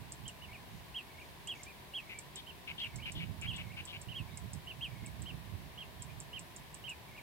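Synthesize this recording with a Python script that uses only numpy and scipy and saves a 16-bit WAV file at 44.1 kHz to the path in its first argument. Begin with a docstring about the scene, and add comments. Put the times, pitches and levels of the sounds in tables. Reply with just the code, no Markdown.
"""Bee-eaters in a tree

A near bird whistles in arches over a soft twitter, a second answers, a third rasps in puffs through its
throat. A small bird on the right ticks in pairs, each tick a tiny whistle; faint chirps come from afar.
Branches throw back short echoes. Gusts rumble, mostly on the right microphone, over a quiet wash."""
import sys
import numpy as np
from scipy import signal
from scipy.fft import rfft, irfft, next_fast_len
from scipy.io import wavfile
from scipy.ndimage import uniform_filter1d

SR = 44100
rng = np.random.default_rng(int(sys.argv[2]) if len(sys.argv) > 2 else 0)


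def output_pcm(signal):
    """Save a mono or channel-first signal as 16-bit PCM at the path in sys.argv[1].

    Samples are clipped to [-1, 1] before scaling.
    """
    pcm = np.clip(np.atleast_2d(signal).T, -1, 1) * 32767
    wavfile.write(sys.argv[1], SR, np.round(pcm).astype(np.int16))


N = 318402


def amp(db):
    """Decibels to gain."""
    return 10 ** (np.asarray(db) / 20)


def unit(x):
    """Scales to rms 1."""
    return x / np.sqrt(np.mean(x ** 2) + 1e-20)


def read(points, hz):
    """Interpolates a table on a log-frequency axis."""
    f, value = np.transpose(points)
    return np.interp(np.log(hz + 1), np.log(f + 1), value)


def add(mix, start_s, sound):
    """Mixes a sound in at start_s."""
    part = mix[max(round(start_s * SR), 0):][:len(sound)]
    part += sound[:len(part)]


def drift(count, rate_hz):
    """Smooth random motion of rms about 1, rolling off at rate_hz."""
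    hz = np.fft.rfftfreq(count + 4096, 1 / SR)
    white = rfft(rng.standard_normal(count + 4096))
    return unit(irfft(white * np.exp(-(hz / rate_hz) ** 2)))[:count]


def delayed(x, delay_s, fft_size=327680):
    """Fractional-sample delay."""
    hz = np.fft.rfftfreq(fft_size, 1 / SR)
    return irfft(rfft(x, fft_size) * np.exp(-2j * np.pi * hz * delay_s))[:N]


def coloured(spectrum):
    """Two independent noises with a given spectrum."""
    size = next_fast_len(N, True)
    gain = amp(read(spectrum, np.fft.rfftfreq(size, 1 / SR)))
    return unit(irfft(rfft(rng.standard_normal((2, size))) * gain, size)[:, :N])


# Outdoor wash and microphone hiss. Each row: frequency in Hz, relative density in dB.
WASH_SPECTRUM = [(20, -19), (60, 1.5), (105, -3.5), (145, 1), (280, -6.5), (380, -3), (500, -9), (650, -4),
                 (850, -6), (1000, -2), (1300, -14.5), (1750, -8), (3800, -12.5), (6500, -22.5),
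                 (12500, -20.5), (16000, -22)]
# Its stereo width. Each row: frequency in Hz, left-right correlation.
WASH_CORRELATION = [(100, 1), (600, 0.33), (2000, 0.033), (6000, 0), (12000, 0.013)]
# Its balance. Each row: frequency in Hz, left minus right in dB.
WASH_PAN = [(100, 10.5), (400, -.5), (2400, .5), (8000, 1), (15000, 1.5)]


def wash(level_db=-54):
    """Steady distant outdoor noise, running into hiss at the top."""
    left, independent = rfft(coloured(WASH_SPECTRUM))
    hz = np.fft.rfftfreq(N, 1 / SR)
    correlation = np.clip(read(WASH_CORRELATION, hz), -1, 1)
    right = correlation * left + np.sqrt(1 - correlation ** 2) * independent
    lean_db = read(WASH_PAN, hz) / 2
    return irfft(np.array([left * amp(lean_db), right * amp(-lean_db)]), N) * amp(level_db)


# Breeze at the microphones. Each row: time in seconds, strength in dB.
BREEZE_CURVE = [(0, -52.5), (.6, -52), (1.0, -61.5), (1.45, -54.5), (1.75, -61), (2.7, -56), (3.2, -46.5),
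                (3.7, -48.5), (3.95, -56), (4.15, -49), (4.35, -53), (4.75, -52), (5.2, -46.5), (5.8, -53),
                (6.12, -50.5), (6.65, -58.5), (7.22, -57.5)]
# Gusts on top of it. Each row: start in seconds, relative peak in dB.
GUST_PEAKS = [(0.223, -44), (0.708, -44.5), (2.934, -39), (3.141, -34.5), (3.282, -37.5), (3.379, -43.5),
              (3.456, -37), (3.65, -40.5), (4.068, -39), (4.184, -37), (4.414, -38.5), (4.52, -38),
              (5.0, -38), (5.193, -39), (5.316, -38), (5.515, -37.5)]


def wind_strength_db(lumps_db=1.7, lumps_hz=12, gust_rise_s=.023, gust_trim_db=-5):
    """An uneven breeze, plus gusts that swell quickly and die more slowly."""
    breeze_db = np.interp(np.arange(N) / SR, *np.transpose(BREEZE_CURVE))
    power = amp(breeze_db + lumps_db * drift(N, lumps_hz)) ** 2
    age = np.arange(SR // 2) / SR / gust_rise_s
    for start_s, db in GUST_PEAKS:
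        add(power, start_s, (amp(db + gust_trim_db) * age * np.exp(1 - age)) ** 2)
    return 10 * np.log10(power)


# Wind rumble. Each row: frequency in Hz, relative density in dB.
RUMBLE_SPECTRUM = [(20, -27), (45, -10), (70, -2), (115, 0), (170, -4), (250, -15.5), (400, -26.5),
                   (900, -60), (3000, -88)]
# Higher buffeting of hard gusts. Each row: frequency in Hz, relative density in dB.
BUFFET_SPECTRUM = [(60, -18), (200, -1), (400, -12), (900, -28), (3000, -60)]


def wind(left_db=-12, right_db=4, hard_gust_db=-38.5, rumble_slope=1.177, buffet_db=-19, buffet_slope=2.1):
    """Turbulence at each microphone port; hard gusts reach higher in pitch."""
    excess_db = wind_strength_db() - hard_gust_db
    rumble = coloured(RUMBLE_SPECTRUM) * amp(rumble_slope * excess_db)
    buffet = coloured(BUFFET_SPECTRUM) * amp(buffet_db + buffet_slope * excess_db)
    return (rumble + buffet) * amp(hard_gust_db) * amp([[left_db], [right_db]])


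def whistle(hz, level_db, waver, second_db, third_db):
    """The syrinx: a slightly unsteady, nearly pure tone with two weak overtones."""
    phase = 2 * np.pi * np.cumsum(hz * (1 + waver * drift(len(hz), 380))) / SR
    tone = np.sin(phase)
    for k, db in [(2, second_db), (3, third_db)]:
        tone += amp(db) * np.sin(k * phase) * (k * hz < SR / 2)
    return np.sqrt(2) * amp(level_db) * tone * signal.windows.tukey(len(hz), .1)


def arch(shape, length_s, top_hz, level_db, fall=1):
    """Stretches an arch over one note: pitch in Hz and level in dB per sample."""
    u = np.linspace(0, 1, max(round(length_s * SR), 64))
    at, pitch, db = np.transpose(shape)
    sag = 1 - uniform_filter1d(np.interp(u, at, pitch), len(u) // 12, mode="nearest")
    past_top = u > u[sag.argmin()]
    return top_hz * (1 - sag * np.where(past_top, fall, 1)), level_db + np.interp(u, at, db)


# Echoes off branches and leaves. 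Each row: frequency in Hz, T60 in seconds.
TREE_DECAY = [(2000, 0.11), (3500, 0.14), (8000, 0.13)]


def in_tree(x, pan_db, left_lag_s, twigs_db, twigs_decay_s, tail_db):
    """Direct sound (positive pan is left), scatter off the nearest branches and a short leafy tail."""
    direct = np.array([amp(pan_db / 2) * delayed(x, left_lag_s), amp(-pan_db / 2) * x])
    t = np.arange(SR // 3) / SR
    taps = rng.choice([-1., 1.], (2, len(t))) * (rng.random((2, len(t))) < 3000 / SR)  # 3000 echoes/s
    twigs = taps * (t > .006) * np.exp(-t / twigs_decay_s)
    hz, frame_s, spectra = signal.stft(taps * (t > .014), SR, nperseg=256)
    decay = amp(-60 * frame_s / read(TREE_DECAY, hz)[:, None])
    tail = signal.istft(spectra * decay, SR, nperseg=256)[1][:, :len(t)]
    echoes = sum(amp(db) * part / np.linalg.norm(part, axis=1, keepdims=True)
                 for db, part in [(twigs_db, twigs), (tail_db, tail)])
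    return direct + signal.oaconvolve(x[None], echoes, axes=1)[:, :N]


# Arch of one tick. Each row: share of length, share of top pitch, relative level in dB.
TICK_SHAPE = [(0, 0.55, -22), (.1, 0.82, -6), (.2, 0.768, -1.5), (.3, 0.8, -5.5), (.42, 1, -14),
              (.56, 0.94, -15), (.7, .92, -17), (.83, 0.9, -9), (1, 0.4, -10)]
# Pairs of ticks. Each row: time in seconds, gap in seconds, level in dB, relative crack level in dB.
DOUBLE_TICKS = [(0.121, .1584, -37.5, -12), (1.4727, 0.16, -40.5, -7), (2.188, .1698, -38, -11),
                (2.959, 0.16, -40, -9), (3.4136, 0.15, -42.5, -15), (3.853, .1624, -41, -12),
                (4.3732, 0.16, -39, -10.5), (5.0621, .1585, -40.5, -23), (6.022, 0.18, -37.5, -18),
                (6.393, 0.17, -40, -14), (6.7436, .1507, -39.5, -19)]


def ticking_bird(length_s=.0088, top_hz=9550, second_tick_db=-.6, crack_rise_s=.0012):
    """Whistles so short and high that they are heard as ticks; the voice cracks on the way up."""
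    out = np.zeros(N)
    age = np.arange(400) / SR / crack_rise_s
    band = signal.butter(3, [4300, 9200], "band", fs=SR, output="sos")
    ticks = []
    for time_s, gap_s, db, crack_db in DOUBLE_TICKS:
        ticks += [(time_s, db, crack_db), (time_s + gap_s, db + second_tick_db, crack_db)]
    for (time_s, db, crack_db), (stretch, tune) in zip(ticks, rng.standard_normal((len(ticks), 2))):
        note = arch(TICK_SHAPE, length_s * (1 + .05 * stretch), top_hz * (1 + .0087 * tune), db)
        add(out, time_s - .0009, whistle(*note, waver=.022, second_db=-45, third_db=-50))
        crack = unit(signal.sosfilt(band, rng.standard_normal(len(age)))) * age * np.exp(1 - age)
        add(out, time_s + .0008, amp(db + crack_db) * crack)
    return in_tree(out, pan_db=-5.5, left_lag_s=.00012, twigs_db=-8, twigs_decay_s=.011, tail_db=-21.5)


# Second bird's calls. Each row: start in seconds, length in seconds, top pitch in Hz, level in dB.
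ANSWERS = [(0.254, 0.048, 3213, -49), (0.416, 0.046, 3020, -53.5), (2.467, 0.05, 3140, -50.5),
           (3.022, 0.065, 3157, -48.5), (3.517, 0.04, 3010, -51), (4.084, 0.054, 3110, -47.5),
           (4.67, 0.056, 3090, -46), (5.258, .058, 3160, -47.5), (5.775, 0.064, 3240, -47.5),
           (6.329, 0.06, 3130, -45), (6.838, 0.058, 3140, -46.5)]
# Their round arch. Each row: share of length, share of top pitch, relative level in dB.
ANSWER_SHAPE = [(0, .88, -2), (.1, .93, -2.5), (.24, 1, 0.5), (.4, 0.99, -5.5), (.56, 1, 0), (.72, .91, -1),
                (.88, .83, -2), (1, 0.73, -10)]


def answering_bird(full_fall_s=.0638, reflection_s=.0021, reflection_gain=.59):
    """Whistles from the right, the shorter falling less far; a reflection hollows them on the left."""
    out = np.zeros(N)
    for start_s, length_s, top_hz, db in ANSWERS:
        note = arch(ANSWER_SHAPE, length_s, top_hz, db, fall=length_s / full_fall_s)
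        add(out, start_s, whistle(*note, waver=.0081, second_db=-51, third_db=-40))
    left, right = in_tree(out, pan_db=-5, left_lag_s=5e-5, twigs_db=-11.5, twigs_decay_s=.0069,
                          tail_db=-19)
    return np.array([left + reflection_gain * delayed(left, reflection_s), right])


def run_times(first_s, last_s, step_s):
    """Evenly spaced starts, about step_s apart."""
    return np.linspace(first_s, last_s, 1 + round(abs(last_s - first_s) / step_s))


def soft_notes(notes, waver, bend, fade_db=3):
    """Quiet whistles gliding through three pitches; a higher bend holds the middle one longer."""
    out = np.zeros(N)
    for start_s, length_s, first_hz, middle_hz, last_hz, db in notes:
        u = np.linspace(-1, 1, max(round(length_s * SR), 64))
        hz = middle_hz + (np.where(u < 0, first_hz, last_hz) - middle_hz) * abs(u) ** bend
        add(out, start_s, whistle(hz, db - fade_db * u ** 2, waver, second_db=-22, third_db=-22))
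    return out


# Runs of pips. Each row: first start in seconds, last start in seconds, level in dB.
TWITTER_PIPS = [(0.484, 0.484, -58.5), (1.098, 1.14, -61.5), (1.552, 1.594, -57), (2.024, 2.072, -60),
                (2.888, 2.934, -59.5), (3.632, 3.668, -60), (4.277, 4.369, -61.5), (4.909, 4.995, -60.5),
                (7.078, 7.114, -61)]


def pips(step_s=.044, length_s=.023, low_hz=2142, high_hz=2253, flick_hz=160):
    """Low whistled pips, each a shallow dip in pitch, sinking a little along the run."""
    notes = []
    for first_s, last_s, db in TWITTER_PIPS:
        starts_s = run_times(first_s, last_s, step_s)
        for start_s, hz in zip(starts_s, np.linspace(low_hz, high_hz, len(starts_s))[::-1]):
            notes.append((start_s, length_s, hz + flick_hz, hz, hz + flick_hz, db))
    return soft_notes(notes, waver=.017, bend=2.9, fade_db=1.5)


# Endings of most runs. 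Each row: turn in seconds, low and top pitch in Hz, rise and fall level in dB.
TWITTER_FLOURISHES = [(0.542, 2240, 2920, -53.5, -52), (1.209, 2210, 2850, -55, -55),
                      (1.692, 2330, 2600, -53, -55.5), (2.171, 2298, 2350, -51.5, -54),
                      (3.012, 2200, 2700, -54.5, -59), (3.729, 2150, 2820, -55, -59),
                      (5.064, 2100, 2710, -57.5, -59.5), (7.174, 2190, 2890, -56.5, -52.5)]
# Their contour. Each row: share of length, share of the way from low to top, relative level in dB.
FLOURISH_CONTOUR = [(0, .2, -4), (.08, 0, 0), (.3, .14, 0), (.4, .9, -1), (.5, 1, -9), (.56, .85, -2),
                    (.62, .32, 1), (.78, .26, 1), (1, -.08, -4)]


def flourishes(length_s=.058):
    """A held low whistle flicks up, catches at the turn and slides back."""
    out = np.zeros(N)
    u = np.linspace(0, 1, round(length_s * SR))
    at, height, shape_db = np.transpose(FLOURISH_CONTOUR)
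    for turn_s, low_hz, top_hz, rise_db, fall_db in TWITTER_FLOURISHES:
        hz = low_hz + (top_hz - low_hz) * np.interp(u, at, height)
        db = np.interp(u, at, shape_db) + np.where(u < .5, rise_db, fall_db)
        add(out, turn_s - length_s / 2, whistle(hz, db, waver=.012, second_db=-30, third_db=-27))
    return out


def twitter():
    """Low, clear phrases between the whistles: a few pips, then usually a flourish."""
    phrases = pips() + flourishes()
    return in_tree(phrases, pan_db=-1, left_lag_s=0, twigs_db=-19, twigs_decay_s=.016, tail_db=-11)


# Far-off chatter. Each row: first start in seconds, last start in seconds, level in dB.
CHATTER_RUNS = [(0.712, 0.793, -73), (1.205, 1.286, -73), (1.551, 1.629, -66.5)]


def distant_chatter(step_s=.02, length_s=.015, glide_hz=(7220, 6120, 4560)):
    """Short runs of thin, high, falling whistles."""
    notes = [(start_s, length_s, *glide_hz, db)
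             for first_s, last_s, db in CHATTER_RUNS for start_s in run_times(first_s, last_s, step_s)]
    chatter = soft_notes(notes, waver=.009, bend=1.03)
    return in_tree(chatter, pan_db=4, left_lag_s=0, twigs_db=-6, twigs_decay_s=.006, tail_db=-15)


# Near bird's calls. Each row: start and length in seconds, top pitch in Hz, level in dB, fall factor.
NEAR_WHISTLES = [(0.942, 0.073, 3277, -37, 1.05), (1.471, 0.074, 3350, -36, 0.99),
                 (1.935, 0.075, 3353, -35.5, 1.14), (2.801, 0.071, 3316, -36.5, 1.18),
                 (3.461, 0.079, 3287, -38, 0.97), (4.141, 0.077, 3290, -40, 1.05),
                 (4.808, 0.073, 3262, -36, 1.18), (6.877, 0.063, 2925, -40, 0.87)]
# Their quick rise and long fall. Each row: share of length, share of top pitch, relative level in dB.
NEAR_SHAPE = [(0, .77, -10.5), (.1, .9, -9.5), (.22, .985, -6.5), (.35, 1, -2.5), (.52, .94, -5),
              (.68, .85, -5), (.86, 0.78, -17.5), (1, 0.788, -13)]


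def near_bird(bough_s=.012, bough_db=-14):
    """Loud arched whistles that turn hoarse as they fall; an echo off a bough beats against them."""
    out = np.zeros(N)
    for start_s, *note in NEAR_WHISTLES:
        hz, db = arch(NEAR_SHAPE, *note)
        third_db = np.interp(hz, [2500, 2850, 3150], [-30, -21.5, -34])  # the beak favours 8.5 kHz
        flutter_db = 3.5 * np.linspace(0, 1, len(hz)) ** 2 * drift(len(hz), 400)
        add(out, start_s, whistle(hz, db + flutter_db, waver=.0013, second_db=-35, third_db=third_db))
    out += amp(bough_db) * delayed(out, bough_s)
    return in_tree(out, pan_db=-2.5, left_lag_s=-1.7e-5, twigs_db=-13.5, twigs_decay_s=.0059,
                   tail_db=-16.5)


# Third bird's harsh notes. Each row: start in seconds, centre in Hz, level in dB.
RASP_NOTES = [(2.089, 2410, -49), (2.356, 3340, -50.5), (2.670, 2540, -44.5), (2.776, 3103, -45),
              (2.826, 2540, -47.5), (3.051, 2570, -45), (3.148, 3200, -49), (3.194, 2580, -47),
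              (3.415, 2500, -45.5), (3.525, 3127, -49), (3.573, 2550, -47.5), (3.764, 2580, -47),
              (3.870, 3200, -51), (3.923, 2620, -48.5)]


def rasping_bird(length_s=.055, pulse_hz=300, jitter=.14, core_hz=850, skirt_hz=2200, skirt_db=-8):
    """Uneven puffs, some hundreds a second, through one resonance of the throat."""
    out = np.zeros(N)
    count = round(length_s * SR)
    for start_s, centre_hz, db in RASP_NOTES:
        cycles = np.cumsum(pulse_hz * (1 + jitter * drift(count, 200))) / SR
        puffs = np.exp(-2 * (cycles % 1)) * rng.standard_normal(count)
        rasp = np.zeros(count)
        for width_hz, band_db in [(core_hz, 0), (skirt_hz, skirt_db)]:
            edges_hz = [centre_hz - width_hz / 2, centre_hz + width_hz / 2]
            band = signal.butter(3, edges_hz, "band", fs=SR, output="sos")
            rasp += amp(band_db) * unit(signal.sosfilt(band, puffs))
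        rasp /= np.sqrt(uniform_filter1d(rasp ** 2, size=400) + 1e-9)  # steady effort evens the puffs
        add(out, start_s, amp(db) * unit(rasp * signal.windows.tukey(count, .34)))
    return in_tree(out, pan_db=5.5, left_lag_s=-.00013, twigs_db=-13.5, twigs_decay_s=.0057,
                   tail_db=-17.5)


# Far-off chirps. Each row: start and length in seconds, first, middle and last pitch in Hz, level in dB.
STRAY_CHIRPS = [(4.300, 0.045, 3480, 3760, 3850, -67), (5.990, 0.04, 3330, 3220, 3100, -66.5),
                (6.090, 0.025, 2280, 2480, 2580, -61.5)]


def distant_chirps():
    """Faint gliding whistles, heard mostly as scatter off branches."""
    chirps = soft_notes(STRAY_CHIRPS, waver=.018, bend=1.24)
    return in_tree(chirps, pan_db=-1, left_lag_s=0, twigs_db=2.5, twigs_decay_s=.0062, tail_db=-12)


def scene():
    """All birds over the wash and the wind."""
    bee_eaters = near_bird() + answering_bird() + twitter() + rasping_bird()
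    return bee_eaters + ticking_bird() + distant_chirps() + distant_chatter() + wash() + wind()


def record(dry):
    """The recorder's band limit."""
    cutoff_hz = 15900
    lowpass = signal.firwin(511, cutoff_hz, window=("kaiser", 9), fs=SR)
    return signal.oaconvolve(dry, lowpass[None], "same")


dry = scene()
out = record(dry)
output_pcm(out)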